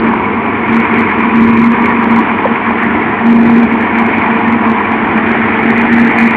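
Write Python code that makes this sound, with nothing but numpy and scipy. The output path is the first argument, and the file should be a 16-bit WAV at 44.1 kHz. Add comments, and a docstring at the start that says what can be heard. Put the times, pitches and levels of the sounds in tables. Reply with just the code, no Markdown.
"""Maize harvest, close by

Open field, no echo. A forage harvester blows chopped maize into a trailer that a tractor pulls alongside.
Its drone swells and fades over the tractor's six-cylinder diesel; the drives clatter and whine, crop
rushes through the steel spout, and the trailer knocks once. A small, dull microphone, close to both
machines, overloads on the loudest swells."""
import sys
import numpy as np
from scipy import signal
from scipy.fft import rfft, irfft, next_fast_len
from scipy.io import wavfile
from scipy.ndimage import uniform_filter1d, minimum_filter1d

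SR = 44100
rng = np.random.default_rng(int(sys.argv[2]) if len(sys.argv) > 2 else 0)


def generate_wav(signal):
    """Clip the signal to [-1, 1] and save it as 16-bit WAV at the path in sys.argv[1]."""
    frames = np.transpose(np.atleast_2d(signal))
    scaled = np.clip(frames, -1, 1) * 32767
    pcm = np.round(scaled).astype(np.int16)
    wavfile.write(sys.argv[1], SR, pcm)


N = 280476

# The harvester's drone. Each row: time in seconds, pitch in Hz.
DRONE_PITCH = [(0.0, 230.3), (1.1, 227.5), (1.4, 228.6), (1.9, 233.8), (2.2, 227.1), (2.5, 229.7),
               (3.25, 229.5), (3.5, 232.7), (3.65, 230.7), (3.8, 230.6), (4.6, 229.4), (5.2, 225.7),
               (6.0, 231), (6.36, 229.5)]
# Swells of the drone. Each row: start in seconds, length in seconds, level in dB.
DRONE_SWELLS = [(-0.04, .13, -11.5), (0.66, 0.13, -9), (0.874, 0.077, -13.5), (1.29, 0.42, -6),
                (1.733, 0.3, -13.5), (2.036, 0.16, -9), (2.28, 0.05, -10.5), (2.46, 0.064, -10.5),
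                (2.638, 0.043, -11), (3.191, .44, -5), (3.663, 0.16, -14.5), (3.946, 0.11, -13.5),
                (4.41, 0.1385, -9), (4.629, 0.09, -11), (4.879, 0.17, -15.5), (5.112, 0.081, -10.5),
                (5.25, 0.076, -14.5), (5.452, 0.095, -14), (5.631, 0.23, -10), (5.857, .22, -7),
                (6.152, 0.11, -8)]
# Colour of the drives' clatter. Each row: frequency in Hz, relative level in dB.
CLATTER_SPECTRUM = [(480, -18.5), (610, -9.5), (700, -2.5), (790, -3), (880, 0.5), (1000, -7),
                    (1300, -18.5)]
# How loud the drives clatter. Each row: time in seconds, level in dB.
CLATTER_LEVELS = [(0.0, -21.5), (1.1, -21.5), (1.55, -25.5), (2.3, -19.5), (2.9, -21.5), (4.2, -19),
                  (5.3, -19), (6.36, -19.5)]
# Resonances of the chopper housing. Each row: centre in Hz, width in Hz, relative level in dB.
HOUSING_MODES = [(980.4, 99, 0), (1111.5, 130, -1)]
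# How loud the housing rings. Each row: time in seconds, level in dB.
HOUSING_LEVELS = [(0.0, -18), (0.6, -19), (2.0, -15), (2.8, -20), (3.5, -23), (4.2, -18.5), (4.8, -18.5),
                  (6.0, -27), (6.36, -19.5)]
# Colour of the rushing crop. Each row: frequency in Hz, relative level in dB.
CROP_SPECTRUM = [(800, -12), (1100, -7), (1330, 4.5), (1560, 2.5), (2000, -1.5), (2400, -5.5), (2620, -7.5),
                 (3050, -12), (3600, -23.5), (4200, -46.5), (5000, -46.5)]
# Flow of crop through the spout. Each row: time in seconds, level in dB.
CROP_FLOW = [(0.0, -20), (0.4, -22), (0.85, -17.5), (1.4, -19), (1.9, -18.5), (2.6, -19), (2.95, -18),
             (3.4, -21), (4.2, -17.5), (4.5, -19.5), (5.5, -16.5), (6.36, -17)]
# Resonances of the spout's bend and flap. Each row: centre in Hz, width in Hz, relative level in dB.
BEND_MODES = [(1785, 200, 0), (1983, 130, -2.5)]
FLAP_MODES = [(2176, 130, -0.88), (2340, 232, -0.12)]
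# The spout rings louder as it turns toward the microphone. Each row: time in seconds, boost of the bend in dB,
# boost of the flap in dB.
SPOUT_BOOST = [(0.0, -3.5, 0.5), (1.0, -0.5, 2.5), (3.0, 0.5, -1.5), (4.1, 0.5, 2), (5.1, -0.5, -2),
               (5.6, 0, 2), (5.98, 6, -1), (6.3, 3.5, 5.5)]
# Colour of the tractor's exhaust. Each row: frequency in Hz, relative level in dB.
EXHAUST_SPECTRUM = [(20, -29.5), (45, -19.5), (70, -12.5), (96, -6), (120, -10), (140, -9.5), (190, -6.5),
                    (255, 3), (340, 0), (440, -3), (495, -10.5), (600, -17), (900, -24.5)]
# How loud the exhaust roars. Each row: time in seconds, level in dB.
EXHAUST_LEVELS = [(0.0, -14.5), (0.3, -16), (1.15, -17.5), (1.55, -14), (2.6, -19), (3.4, -15), (4.3, -18),
                  (5.2, -16), (5.9, -16.5), (6.36, -17)]
# Clean tones of the diesel. Each row: multiple of the six-firing cycle's rate, relative level in dB.
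DIESEL_ORDERS = [(6, -35.5), (12, -23.5), (18, -34), (20, -30.5), (23, -36.5), (42, -37)]
# A hollow knock on the trailer. Each row: start in seconds, peak level in dB.
TRAILER_KNOCKS = [(2.454, -2.5)]


def from_db(db):
    """Decibels to gain."""
    return 10 ** (np.asarray(db) / 20)


def rms_one(x):
    """Scale to an rms of 1."""
    return x / np.sqrt(np.mean(x ** 2) + 1e-20)


def in_time(rows):
    """Each column of a timed table, interpolated to every sample."""
    seconds, *columns = np.transpose(rows)
    return [np.interp(np.arange(N) / SR, seconds, column) for column in columns]


def drift(rate_hz):
    """A random wander with a spread of 1, mostly slower than rate_hz."""
    step = 40
    size = next_fast_len(N // step + 2)
    hz = np.fft.rfftfreq(size, step / SR)
    spectrum = rfft(rng.standard_normal(size)) / (1 + (hz / rate_hz) ** 4)
    return np.interp(np.arange(N) / step, np.arange(size), rms_one(irfft(spectrum, size)))


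def coloured(x, spectrum):
    """Pass x through a body with this spectrum, falling away beyond its ends; rms 1."""
    points_hz, points_db = np.transpose(spectrum)
    hz = np.maximum(np.fft.rfftfreq(N, 1 / SR), 1)
    gain = from_db(np.interp(np.log(hz), np.log(points_hz), points_db))
    skirts = np.minimum(1, np.minimum(hz / points_hz[0], points_hz[-1] / hz)) ** 3
    return rms_one(irfft(rfft(x) * gain * skirts, N))


def turns_of(hz):
    """Cycles gone by at this rate."""
    return np.cumsum(hz) / SR


def tone(turns):
    """A sine of rms 1 that starts anywhere in its cycle."""
    return np.sqrt(2) * np.sin(2 * np.pi * (turns + rng.random()))


def strokes(turns, per_turn, uneven_db, chance_db):
    """Clicks whose uneven strengths come round on every turn, with random scatter on top."""
    number = np.floor(turns * per_turn).astype(int)
    at = np.flatnonzero(np.diff(number)) + 1
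    pattern_db = uneven_db * rng.permutation(np.linspace(-1, 1, per_turn))
    clicks = np.zeros(N)
    clicks[at] = from_db(pattern_db[number[at] % per_turn] + chance_db * rng.standard_normal(N)[at])
    return clicks


def bursts(clicks, decay_s, depth):
    """A gain of rms 1 that jumps at each click and dies away; depth is its share against steady flow."""
    puffs = rms_one(signal.lfilter([1], [1, -np.exp(-1 / (decay_s * SR))], clicks + 1e-18))
    return rms_one(1 - depth + depth * puffs)


def resonance(x, hz, width_hz):
    """Ring x through one damped mode."""
    band = signal.butter(2, [hz - width_hz / 2, hz + width_hz / 2], "band", fs=SR, output="sos")
    return signal.sosfilt(band, x)


def panel(modes, force, patchy_db):
    """Broad resonances, each fed more or less strongly as the crop strikes here or there; rms 1."""
    rings = 0
    for hz, width_hz, db in modes:
        ring = rms_one(resonance(force * rng.standard_normal(N), hz, width_hz))
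        rings += ring * from_db(db + patchy_db * drift(24))
    return rms_one(rings)


def throb(turns, swing_db, crest_turn):
    """The load swells once on every turn."""
    return from_db(swing_db * np.cos(2 * np.pi * (turns - crest_turn)))


def swells(lull_db=-22, waver_db=8.5, release_s=.043, flutter_db=1.32):
    """The drone's gain: swells rise out of a wavering lull and fall back, all with a quick flutter."""
    t = np.arange(N) / SR
    gain = from_db(lull_db + waver_db * np.tanh(drift(8)))
    for start, length, db in DRONE_SWELLS:
        attack_s = .045 + .13 * length   # long swells build more slowly
        rise = (t - start) / attack_s
        fall = 1 - (t - start - length) / release_s
        gain = np.maximum(gain, from_db(db) * np.clip(np.minimum(rise, fall), 0, 1))
    return gain * from_db(flutter_db * drift(15))


def harvester_drone(rough_db=1.8, jitter=.01183):
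    """The harvester's fast beat: a rough tone that swells and fades, with a weak, wavering octave."""
    pitch_hz, = in_time(DRONE_PITCH)
    gain = swells() * from_db(rough_db * drift(97))
    fundamental = tone(turns_of(pitch_hz * (1 + jitter * drift(40))))
    octave_gain = from_db(-29 + 2.2 * drift(4))
    octave = tone(2 * turns_of(pitch_hz * (.994 + .006 * drift(11.8))))
    return gain * fundamental + octave_gain * octave


def drives(feed_turns, whine_hz=976.5):
    """Gears and chains rattle in step with the feed rollers; the chopper housing rings and whines."""
    housing_db, = in_time(HOUSING_LEVELS)
    clatter_db, = in_time(CLATTER_LEVELS)
    impacts = strokes(feed_turns, per_turn=6, uneven_db=4.5, chance_db=6)
    force = bursts(impacts, decay_s=.0077, depth=.21)
    clatter = coloured(force * rng.standard_normal(N), CLATTER_SPECTRUM)
    whine = tone(turns_of(whine_hz * (1 + .0056 * drift(32))))
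    whine *= from_db(-10.5 + 1.8 * drift(15))
    housing = panel(HOUSING_MODES, force, patchy_db=1) + whine
    load = throb(feed_turns, swing_db=1.25, crest_turn=.56)
    return load * (from_db(clatter_db) * clatter + from_db(housing_db) * housing)


def blown_crop(feed_turns, chips_per_s=4000):
    """The rollers feed the stalks in bites; each sprays chips against the steel spout, which rings."""
    flow_db, = in_time(CROP_FLOW)
    bend_boost_db, flap_boost_db = in_time(SPOUT_BOOST)
    bites = strokes(feed_turns, per_turn=6, uneven_db=3, chance_db=2)
    force = bursts(bites, decay_s=.01, depth=.16)
    chips = rms_one((rng.random(N) < chips_per_s / SR) * rng.standard_normal(N))
    spray = force * (rng.standard_normal(N) + from_db(-2.5) * chips)
    stream = from_db(-2) * coloured(spray, CROP_SPECTRUM)
    bend = from_db(-5 + bend_boost_db) * panel(BEND_MODES, force, patchy_db=2.5)
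    flap = from_db(-4.5 + flap_boost_db) * panel(FLAP_MODES, force, patchy_db=2.5)
    load = throb(feed_turns, swing_db=.5, crest_turn=.38)
    return from_db(flow_db) * load * (stream + bend + flap)


def tractor(firing_hz=102.4):
    """Six unequal firings a cycle drive the exhaust with a pulse and a puff of turbulent gas each."""
    roar_db, = in_time(EXHAUST_LEVELS)
    cycles = turns_of(firing_hz * (1 + .004 * drift(1.5))) / 6
    pulses = strokes(cycles, per_turn=6, uneven_db=2.5, chance_db=3)
    gas = rng.standard_normal(N) * bursts(pulses, decay_s=.0043, depth=.37)
    roar = rms_one(coloured(gas, EXHAUST_SPECTRUM) + from_db(-16) * coloured(pulses, EXHAUST_SPECTRUM))
    hum = sum(from_db(db - 1 + 2.2 * drift(9)) * tone(order * cycles) for order, db in DIESEL_ORDERS)
    return from_db(roar_db + drift(5.9)) * roar + hum


def trailer_knock():
    """The trailer's wall gives a short, heavily damped bump."""
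    clicks = np.full(N, 1e-18)
    for start, db in TRAILER_KNOCKS:
        clicks[round(start * SR)] = from_db(db)
    bump = resonance(clicks, hz=525, width_hz=95)
    return bump * clicks.max() / np.abs(bump).max()


def limiter(x, limit_db=1.82, attack_s=.003, release_db_per_s=70):
    """The recorder's gain drops just ahead of each peak over the limit, then creeps back."""
    attack = int(attack_s * SR)
    recovery_db = release_db_per_s * np.arange(N) / SR
    headroom_db = limit_db - 20 * np.log10(np.abs(x) + 1e-9)
    duck_db = minimum_filter1d(np.minimum(headroom_db, 0), attack)
    gain_db = np.minimum.accumulate(duck_db - recovery_db, axis=-1) + recovery_db
    return x * from_db(uniform_filter1d(gain_db, attack))


def scene():
    """Both machines close by in the open field, in mono, with no echo."""
    feed_hz = 7.633   # turns of the feed rollers a second
    feed_turns = feed_hz * np.arange(N) / SR
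    harvester = harvester_drone() + drives(feed_turns) + blown_crop(feed_turns)
    return (harvester + tractor() + trailer_knock())[None]


def record(dry):
    """Small microphone and recorder: peaks are ducked and rounded, treble is lost, overshoots clip."""
    ceiling, microphone_top_hz, recorder_top_hz = 1.07, 4600, 15800
    microphone = signal.cheby1(8, .2, microphone_top_hz, fs=SR, output="sos")
    recorder = signal.cheby1(12, .1, recorder_top_hz, fs=SR, output="sos")
    held = limiter(dry)
    rounded = held / (1 + (np.abs(held) / ceiling) ** 10) ** (1 / 10)
    dull = signal.sosfilt(microphone, rounded)
    clipped = np.clip(dull, -.975, .975)   # a faint crackle
    hiss = from_db(-80) * rng.standard_normal(N)
    return signal.sosfilt(recorder, clipped + hiss)


dry = scene()
out = record(dry)
generate_wav(out)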